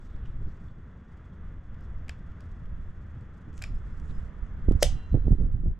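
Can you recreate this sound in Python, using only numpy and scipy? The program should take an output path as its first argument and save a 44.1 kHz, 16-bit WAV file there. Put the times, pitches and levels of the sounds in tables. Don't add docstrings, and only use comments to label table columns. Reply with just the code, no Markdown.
import sys
import numpy as np
from scipy import signal
from scipy.fft import rfft, irfft, next_fast_len
from scipy.io import wavfile
from scipy.ndimage import map_coordinates

SR = 44100
rng = np.random.default_rng(int(sys.argv[2]) if len(sys.argv) > 2 else 0)


def generate_wav(sig):
    pcm = np.round(np.clip(np.atleast_2d(sig).T, -1, 1) * 32767).astype(np.int16)
    wavfile.write(sys.argv[1], SR, pcm)


N = 255339


def amp(db):
    return 10 ** (np.asarray(db) / 20)


def along(points, hz):
    freqs, values = np.transpose(points)
    return np.interp(np.log(hz + 1), np.log(freqs + 1), values)


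def curves(rows):
    times, *columns = np.transpose(rows)
    return [np.interp(np.arange(N) / SR, times, column) for column in columns]


def wobble(rate):
    return map_coordinates(rng.standard_normal(int(N * rate / SR) + 4), [np.arange(N) * rate / SR])


def filtered(x, response):
    size = next_fast_len(x.shape[-1] + 8192)
    return irfft(rfft(x, size) * response(np.fft.rfftfreq(size, 1 / SR)), size)[..., :x.shape[-1]]


def noise(spectrum, size=N):
    x = filtered(rng.standard_normal(size), lambda hz: amp(along(spectrum, hz)))
    return x / np.sqrt(np.mean(x ** 2) + 1e-20)


def rough_tone(hz, t, rough):
    return np.sin(2 * np.pi * hz * t + np.cumsum(rng.normal(0, rough, len(t))))


def add(track, start, sound):
    part = track[..., round(start * SR):][..., :sound.shape[-1]]
    part += sound[..., :part.shape[-1]]


# time in seconds, drone gain in dB, rustle gain in dB.
BACKGROUND_GAINS = [(0, -61, -78.5), (.85, -63, -86), (1.6, -62, -86.5), (2.47, -61, -81.5),
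                    (2.76, -62.5, -86), (3.69, -60.5, -81.5), (3.95, -60.5, -78), (4.2, -60.5, -77),
                    (4.45, -60.5, -87.5), (4.9, -58.5, -75), (5.3, -63, -86), (5.69, -68, -101),
                    (5.79, -69, -101)]
# frequency in Hz, relative level in dB.
DRONE_SPECTRUM = [(26, -33.5), (45, -5), (87, -1), (125, -22.5), (165, -11), (320, -28.5), (450, -29),
                  (810, -36), (1000, -33.5), (1300, -31), (1950, -36.5), (2300, -45.5), (3400, -52.5),
                  (4400, -65.5), (7000, -64.5), (9100, -99), (15400, -120)]
JACKET_SPECTRUM = [(2000, -30), (3500, -1.5), (6500, -2.5), (8100, -5), (9300, -17), (10800, -18.5),
                   (12000, -12), (12700, -15), (13200, -44)]

def background():
    drone_db, rustle_db = curves(BACKGROUND_GAINS)
    apart = lambda hz: amp(along([(150, -29.5), (600, -11), (1500, -6), (5000, 1)], hz))
    drone = noise(DRONE_SPECTRUM) + filtered(noise(DRONE_SPECTRUM), apart) * [[1], [-1]]
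    crackle = amp(1.7 * wobble(5.8) + 3.8 * wobble(75))
    cloth = noise(JACKET_SPECTRUM) + amp(-0.5) * noise(JACKET_SPECTRUM) * [[1], [-1]]
    drone *= amp(16.5 + .7 * wobble(6.7))
    whine_hz, width_hz = 3390, 45
    whine = np.sqrt(2) * rough_tone(whine_hz, np.arange(N) / SR, np.sqrt(2 * np.pi * width_hz / SR))
    return amp(drone_db) * (drone + amp(-23.5) * whine) + amp(rustle_db - 3) * crackle * cloth


# time in seconds, rumble level in dB.
BREEZE_LEVELS = [(0, -49.5), (.12, -47), (.35, -44), (.55, -46), (1.1, -52.5), (1.45, -38), (1.75, -43.5),
                 (1.95, -34.5), (2.4, -44.5), (2.9, -42.5), (3.15, -46.5), (3.8, -40), (4.4, -39),
                 (4.9, -35.5), (5.05, -41.5), (5.4, -33.5), (5.79, -50)]
# peak time in seconds, seconds to rise and to fade about 20 dB (sign ignored),
# rumble level in dB, flutter compared with rumble in dB, left-side gain in dB.
WIND_GUSTS = [(.24, 0.1846, 0.04, -36.5, -21.5, -3.5), (.369, 0.35, 0.49, -38, -15.5, -12.5),
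              (.48, -0.2839, -0.01, -36, -18, -3.5), (2.74, 0.1421, 0.13, -29, -32, -5),
              (3.51, 0.08, 0.06, -40, -14, -8.5), (3.715, .03, -0.07, -29, -22.5, -5),
              (4.05, 0.33, 0.41, -38, -17.5, -8), (4.18, -0.38, 0.22, -34, -26.5, -11.5),
              (4.43, -0.0069, -0.0155, -29, -18, -8.5), (4.691, -0.028, 0.0613, -20.5, -8, -9.5),
              (4.722, 0, 0.0437, -22.5, -2.5, -13), (4.755, 0.008, 0.0325, -24, -9.5, -11.5),
              (4.86, 0.12, 0.0839, -25, -13, -5.5), (4.95, 0.215, 0.06, -33.5, -12.5, -12),
              (5.143, -0.0034, 0.06, -16, -2, -10), (5.17, 0.02, 0.02, -24, -11, -7.5),
              (5.27, -0.0819, 0.1844, -22, -10, -8), (5.32, -0.0062, 0.0189, -18.5, -5.5, -4),
              (5.405, -0.0258, -0.09, -25, -7, -7), (5.465, 0.08, -0.0942, -24, -10.5, -6),
              (5.551, 0.0873, 0.15, -28, -14.5, -8.5), (5.66, 0.0124, -0.0372, -22.5, -10, -4),
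              (5.72, 0.1434, 0.03, -29.5, -11.5, -0.5)]

def gusts():
    peak, rise, fade, db, flutter_db, left_db = np.transpose(WIND_GUSTS)[:, :, None]
    rounding, flutter_speed = .12, 1.53
    t = np.arange(N) / SR - peak
    from_peak = t / np.abs(np.where(t < 0, rise, fade))
    drop_db = -20 * (np.hypot(from_peak, rounding) - rounding)
    each_gust = amp(db + drop_db)
    breeze = amp(curves(BREEZE_LEVELS)[0] + 3.5 * wobble(rate=12))
    rumble = breeze + each_gust.sum(axis=0)
    flutter = amp(-51) + amp(db + flutter_db + flutter_speed * drop_db).sum(axis=0)
    balance_db = (-1.5 * breeze + (each_gust * left_db).sum(axis=0)) / rumble
    return rumble, flutter, balance_db


def thump(hz):
    peak_cycles, sag_per_cycle = 0.654, 0.29
    cycles = np.arange(round(8 / hz * SR)) / SR * hz
    wave = np.sin(2 * np.pi * (1 - np.exp(-sag_per_cycle * cycles)) / sag_per_cycle)
    pulse = wave * (cycles / peak_cycles) ** 2 * np.exp(-2 * cycles / peak_cycles)
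    return pulse / np.abs(pulse).max()


def surge(hz):
    t = np.arange(round(1.01 / hz * SR)) / SR
    return np.sin(2 * np.pi * hz * t) * np.hanning(len(t))


# frequency in Hz, relative level in dB.
RUMBLE_SPECTRUM = [(12, -1), (28, -1.5), (60, -7.5), (110, -19.5), (200, -37.5), (400, -72), (800, -130)]
FLUTTER_SPECTRUM = [(50, -40), (110, 4.5), (200, -6.5), (400, -19.5), (800, -37.5), (1500, -65.5),
                    (3000, -130)]
# start in seconds, relative level in dB, starting pitch in Hz.
WIND_THUMPS = [(4.685, -14.5, 329.7), (4.7104, -14, 327.5), (4.749, -25.5, 199.2), (5.127, -22, 169),
               (5.1426, -19, 418.6), (5.148, -21.5, 249.1), (5.28, -18.5, 353.9), (5.306, -20.5, 251.6),
               (5.327, -25, 278.6), (5.35, -33, 300.6), (5.385, -30, 256.4), (5.402, -28, 269.9),
               (5.412, -27.5, 220.1), (5.462, -31, 258), (5.498, -46, 600), (5.548, -32.5, 197),
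               (5.635, -31.5, 266), (5.659, -29, 222.5), (5.68, -31.5, 220.9)]
WIND_SURGES = [(.219, -32.5, 35.22), (0.489, -31, 40.3), (2.719, -24, 41.3), (3.70, -26.5, 27.62),
               (4.167, -26, 35.08), (4.417, -23, 29.85), (4.677, -9, 46.11), (4.747, -11.5, 47.76),
               (4.78, -18.5, 30.11), (4.853, -17.5, 33.06), (4.882, -19.5, 36.06), (5.111, -14.5, 39.5),
               (5.143, -15, 70.83), (5.156, -18, 55.2), (5.21, -20, 21.97), (5.26, -11, 32.05),
               (5.305, -12, 47.46), (5.331, -16, 44.9), (5.446, -18.5, 51.1), (5.54, -16, 59.9),
               (5.62, -19.5, 24.93), (5.664, -18.5, 35.05)]

def wind(cutoff_hz=1800):
    rumble, flutter, left_db = gusts()

    def swirls():
        return rumble * noise(RUMBLE_SPECTRUM) + flutter * amp(3.46 * wobble(40)) * noise(FLUTTER_SPECTRUM)

    right = amp(-2.5) * swirls()
    for start, db, hz in WIND_THUMPS:
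        add(right, start, amp(db) * thump(hz))
    for start, db, hz in WIND_SURGES:
        add(right, start, amp(db) * surge(hz))
    right = filtered(right, lambda hz: 1 / (1 + (hz / cutoff_hz) ** 4))
    shifted = filtered(right, lambda hz: np.exp(1j * along([(40, -0.36), (300, 0.859)], hz)))
    left = amp(left_db) * (shifted + amp(-8) * swirls())
    return amp(2.5) * np.array([left, right])


# frequency in Hz, seconds to fade 60 dB.
ECHO_FADES = [(500, 0.12), (2000, 0.17), (3000, 0.23), (6000, 0.24), (9000, 0.2), (12000, 0.14),
              (15000, 0.13)]

def doorway(x):
    hz, t, bands = signal.stft(rng.standard_normal((2, SR // 2)), SR, nperseg=256)
    tail = signal.istft(bands * amp(-60 * t / along(ECHO_FADES, hz)[:, None]), SR, nperseg=256)[1]
    tail *= np.clip((np.arange(tail.shape[1]) / SR - .006) / 0.0048, 0, 1)
    tail = tail[0] + .5 * tail[1] * [[1], [-1]]
    echoes = signal.fftconvolve(x.mean(0)[None], tail / np.linalg.norm(tail[0]), axes=1)[:, :N]
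    dull = lambda f: amp(along([(3000, 1.5), (7000, -0.5), (11000, -5), (15000, -7)], f))
    return filtered(echoes, dull)


# start in seconds, length in seconds, pitch in Hz, relative level in dB.
HAND_RUBS = [(4.812, .016, 2600, -62), (0.15, 0.236, 2926, -75), (0.248, 0.0248, 2780, -64),
             (0.251, 0.031, 6000, -76), (.47, 0.07, 5050, -80.5), (0.017, 0.252, 3440, -80.5),
             (0.445, 0.092, 4000, -82.5), (0.655, 0.086, 3500, -83), (1.748, 0.15, 4964, -83),
             (2.384, 0.056, 5000, -77.5), (3.525, 0.1185, 6680, -70), (3.877, 0.42, 7060, -81.5),
             (4.083, 0.041, 3620, -69.5), (4.404, 0.144, 6150, -81), (4.795, 0.0743, 5840, -43),
             (5.02, 0.154, 5970, -81)]
ROD_SQUEAKS = [(.678, .016, 3400, -69), (1.238, .016, 3400, -71), (1.315, .028, 3400, -71),
               (3.748, .022, 5100, -70), (3.915, .035, 5100, -79), (4.11, .1, 5100, -74)]

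def sliding():
    out = np.zeros(N)
    grit = amp(2.5 * wobble(150))
    for start, length, hz, db in HAND_RUBS:
        swell = np.hanning(round(length * SR))
        hiss = noise([(hz / 2, -24), (hz, 0), (hz * 1.3, -10), (hz * 2, -50)], size=len(swell))
        add(out, start, amp(db) * swell * hiss)
    out *= grit
    for start, length, hz, db in ROD_SQUEAKS:
        t = np.arange(round(length * SR)) / SR
        add(out, start, amp(db) * np.hanning(len(t)) * rough_tone(hz, t, rough=0.073))
    return out


def ring(modes, attack, rough, flat=0, settle_s=.1):
    t = np.arange(SR) / SR
    bent_time = t - flat * settle_s * (1 - np.exp(-t / settle_s))
    tones = sum(amp(db - 60 * t / fade_s) * rough_tone(hz, bent_time, rough) for hz, db, fade_s in modes)
    return tones * (1 - np.exp(-t / attack))


def resonances(modes):
    return lambda f: sum((-1) ** k * amp(db) * 1j * f * width / (hz * hz - f * f + 1j * f * width)
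                         for k, (hz, width, db) in enumerate(modes))


def blurred(modes, widen=2.5):
    return lambda f: np.sqrt(sum(np.abs(resonances([(hz, widen * width, db)])(f)) ** 2
                                 for hz, width, db in modes))


def clack(response, rise_s, fade_s):
    t = np.arange(SR // 20) / SR
    spectrum = rfft(rng.standard_normal(len(t)) * (1 - np.exp(-t / rise_s)) * amp(-60 * t / fade_s))
    rattle = irfft(spectrum / np.abs(spectrum), len(t)) * amp(-20 * t / fade_s)
    sound = filtered(rattle, response)
    return sound / np.abs(sound).max()


# pitch in Hz, width in Hz, relative level in dB.
PAWL_MODES = [(676, 170, -18.5), (1156, 160, -20), (1555, 260, -10), (2420, 236, -2), (3088, 180, -8.5),
              (3254, 130, -8), (4044, 170, -13), (4712, 240, -8), (5433, 270, -8.5), (6330, 390, -17),
              (7460, 300, -7.5), (8870, 480, -19.5), (11430, 1000, -20.5)]
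# start in seconds, level in dB, brightness in dB per octave,
# left over right in dB, favoured pitch in Hz.
PAWL_CLICKS = [(0.163, -54.5, -9, 6, 4650), (.254, -58.5, -7, 1.5, 5770), (.259, -52, -6.5, 1.5, 2900),
               (.495, -63.5, -1, -0.5, 12000), (0.6836, -62, -2, 0, 3400), (1.744, -59, -3.5, -1, 3300),
               (1.808, -61.5, 0, -3, 12000), (2.0817, -48, -4, 16.5, 2200), (2.093, -30.5, -4.5, 8, 1730),
               (2.3195, -57, -4.5, 3, 3173), (2.406, -52.5, -0.5, 7, 4700), (2.44, -64, 2, -1, 4650),
               (2.657, -60.5, -1, 4.5, 3160), (3.069, -65.5, -2.5, 4.5, 4200), (3.209, -64, 3, 1, 4500),
               (3.5298, -58, -5, 3.5, 6296), (3.541, -59, -0.5, 4.5, 11700), (3.5783, -45, 0, 7, 6400),
               (3.591, -49, -2.5, -2.5, 6000), (3.618, -35, -9.5, -1.5, 1520), (3.6218, -30, 2, 2, 4020),
               (3.6265, -38.5, -9.5, 6.5, 800), (3.638, -31, -2.5, 3.5, 4700),
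               (3.6384, -29, -4, -0.5, 2425), (3.6428, -40, -10.5, -0.5, 1170),
               (3.647, -46.5, -4, -1.5, 3400), (3.751, -61, 6, 3.5, 11900), (3.999, -53.5, 0.5, 1.5, 6000),
               (4.9863, -53, -4.5, 3, 5297), (5.2696, -55, -8.5, 2.5, 4284),
               (5.309, -62.5, -2, -5.5, 11500), (5.316, -62, -5.5, -7.5, 4400),
               (5.45, -55.5, -9.5, 1.5, 5224)]

def pawl(body, favour_db, graze_db=-45, favour_octaves=0.16, top_hz=13000):
    out = np.zeros((2, N))
    for start, db, bright_db, pan_db, hz in PAWL_CLICKS:
        steel = body(PAWL_MODES) if db > graze_db else blurred(PAWL_MODES)

        def colour(f):
            tilt_db = bright_db * np.log2((f + 300) / 3000)
            lift_db = favour_db * np.exp(-(np.log2((f + 1) / hz) / favour_octaves) ** 2)
            return steel(f) * amp(tilt_db + lift_db) / (1 + (f / top_hz) ** 20)

        click = clack(colour, rise_s=0.0007, fade_s=0.01)
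        add(out, start, amp(db) * click * amp([[pan_db / 2], [-pan_db / 2]]))
    return out


# pitch in Hz, width in Hz, relative level in dB.
LEVER_MODES = [(1360, 660, -9.5), (2014, 210, -1), (2365, 380, -8.5), (3041, 200, 1), (3337, 250, -3.5),
               (4140, 470, -3), (5220, 490, 0), (6270, 370, 1.5), (7860, 500, -2), (8380, 600, -4),
               (9400, 500, -5), (10800, 580, -10), (11320, 750, -12), (13340, 820, -13.5),
               (15074, 900, -31)]
# pitch in Hz, level in dB, seconds to fade 60 dB.
TUBE_MODES = [(563.3, -3, 0.02), (303, -32.5, 0.0051)]
# start in seconds, level in dB.
LEVER_SCRAPES = [(4.824, -17.5)]
LEVER_STRIKES = [(4.8285, -7), (4.8438, -31), (4.847, -29.5)]

def release(body, dull_hz=7000):
    out = np.zeros(N)
    lever = body(LEVER_MODES)
    softened = lambda f: lever(f) / (1 + 1j * f / dull_hz) ** 2
    for start, db in LEVER_SCRAPES:
        add(out, start, amp(db) * clack(softened, rise_s=0.00412, fade_s=0.027))
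        add(out, start + 0.0018, ring(TUBE_MODES, attack=0.0011, rough=.002))
    for start, db in LEVER_STRIKES:
        add(out, start, amp(db) * clack(lever, rise_s=0.00067, fade_s=0.011))
    return out


# pitch in Hz, level in dB, seconds to fade 60 dB.
ROD_MODES = [(755, -41, .35), (1997, -53.5, .5), (2767, -59, 1.2), (2853, -56, .65), (3112, -57, .75),
             (3386, -62, .5), (4005, -62, 1.3)]

def rod():
    out = np.zeros(N)
    lower = ring(ROD_MODES[:-1], attack=.002, rough=.034)
    top = ring(ROD_MODES[-1:], attack=.002, rough=.04, flat=.015)
    add(out, LEVER_STRIKES[0][0], lower + top)
    return out * amp(2.2 * wobble(rate=40))


# frequency in Hz, left over right in dB.
LEFT_BALANCE = [(6000, .5), (10000, 3.5), (11800, 1), (13200, -8), (15000, -3)]
# frequency in Hz, phase lead in radians.
LEFT_LEAD = [(800, 0), (2500, -.4), (4500, -1), (6500, -.7), (8500, -.2), (11500, -.2), (15000, -.3)]

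def scene():
    direct = pawl(resonances, favour_db=8) + release(resonances)
    echo = doorway(pawl(blurred, favour_db=0) + release(blurred))
    gun = direct + amp(-11) * echo + rod() + sliding()
    left_over_right = lambda hz: amp(along(LEFT_BALANCE, hz)) * np.exp(1j * along(LEFT_LEAD, hz))
    placed = filtered(gun, lambda hz: left_over_right(hz) ** np.array([[.5], [-.5]]))
    return placed + background() + wind()


# time in seconds, width from 0 (centre only) to 1 (full stereo).
STEREO_WIDTH = [(0, 0.0044), (1.5, 0), (2.05, 0.077), (2.6, 0.357), (3.6, 0.464), (4.6, 0.777),
                (5.79, 0.88)]

def record(dry):
    top_hz, edge_hz = 15400, 40
    mid = (dry[0] + dry[1]) / 2
    side = (dry[0] - dry[1]) / 2 * curves(STEREO_WIDTH)[0]
    treble_cut = lambda hz: 1 / (1 + np.exp(np.clip((hz - top_hz) / edge_hz, -50, 50)))
    return filtered(np.array([mid + side, mid - side]), treble_cut)


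dry = scene()
out = record(dry)
generate_wav(out)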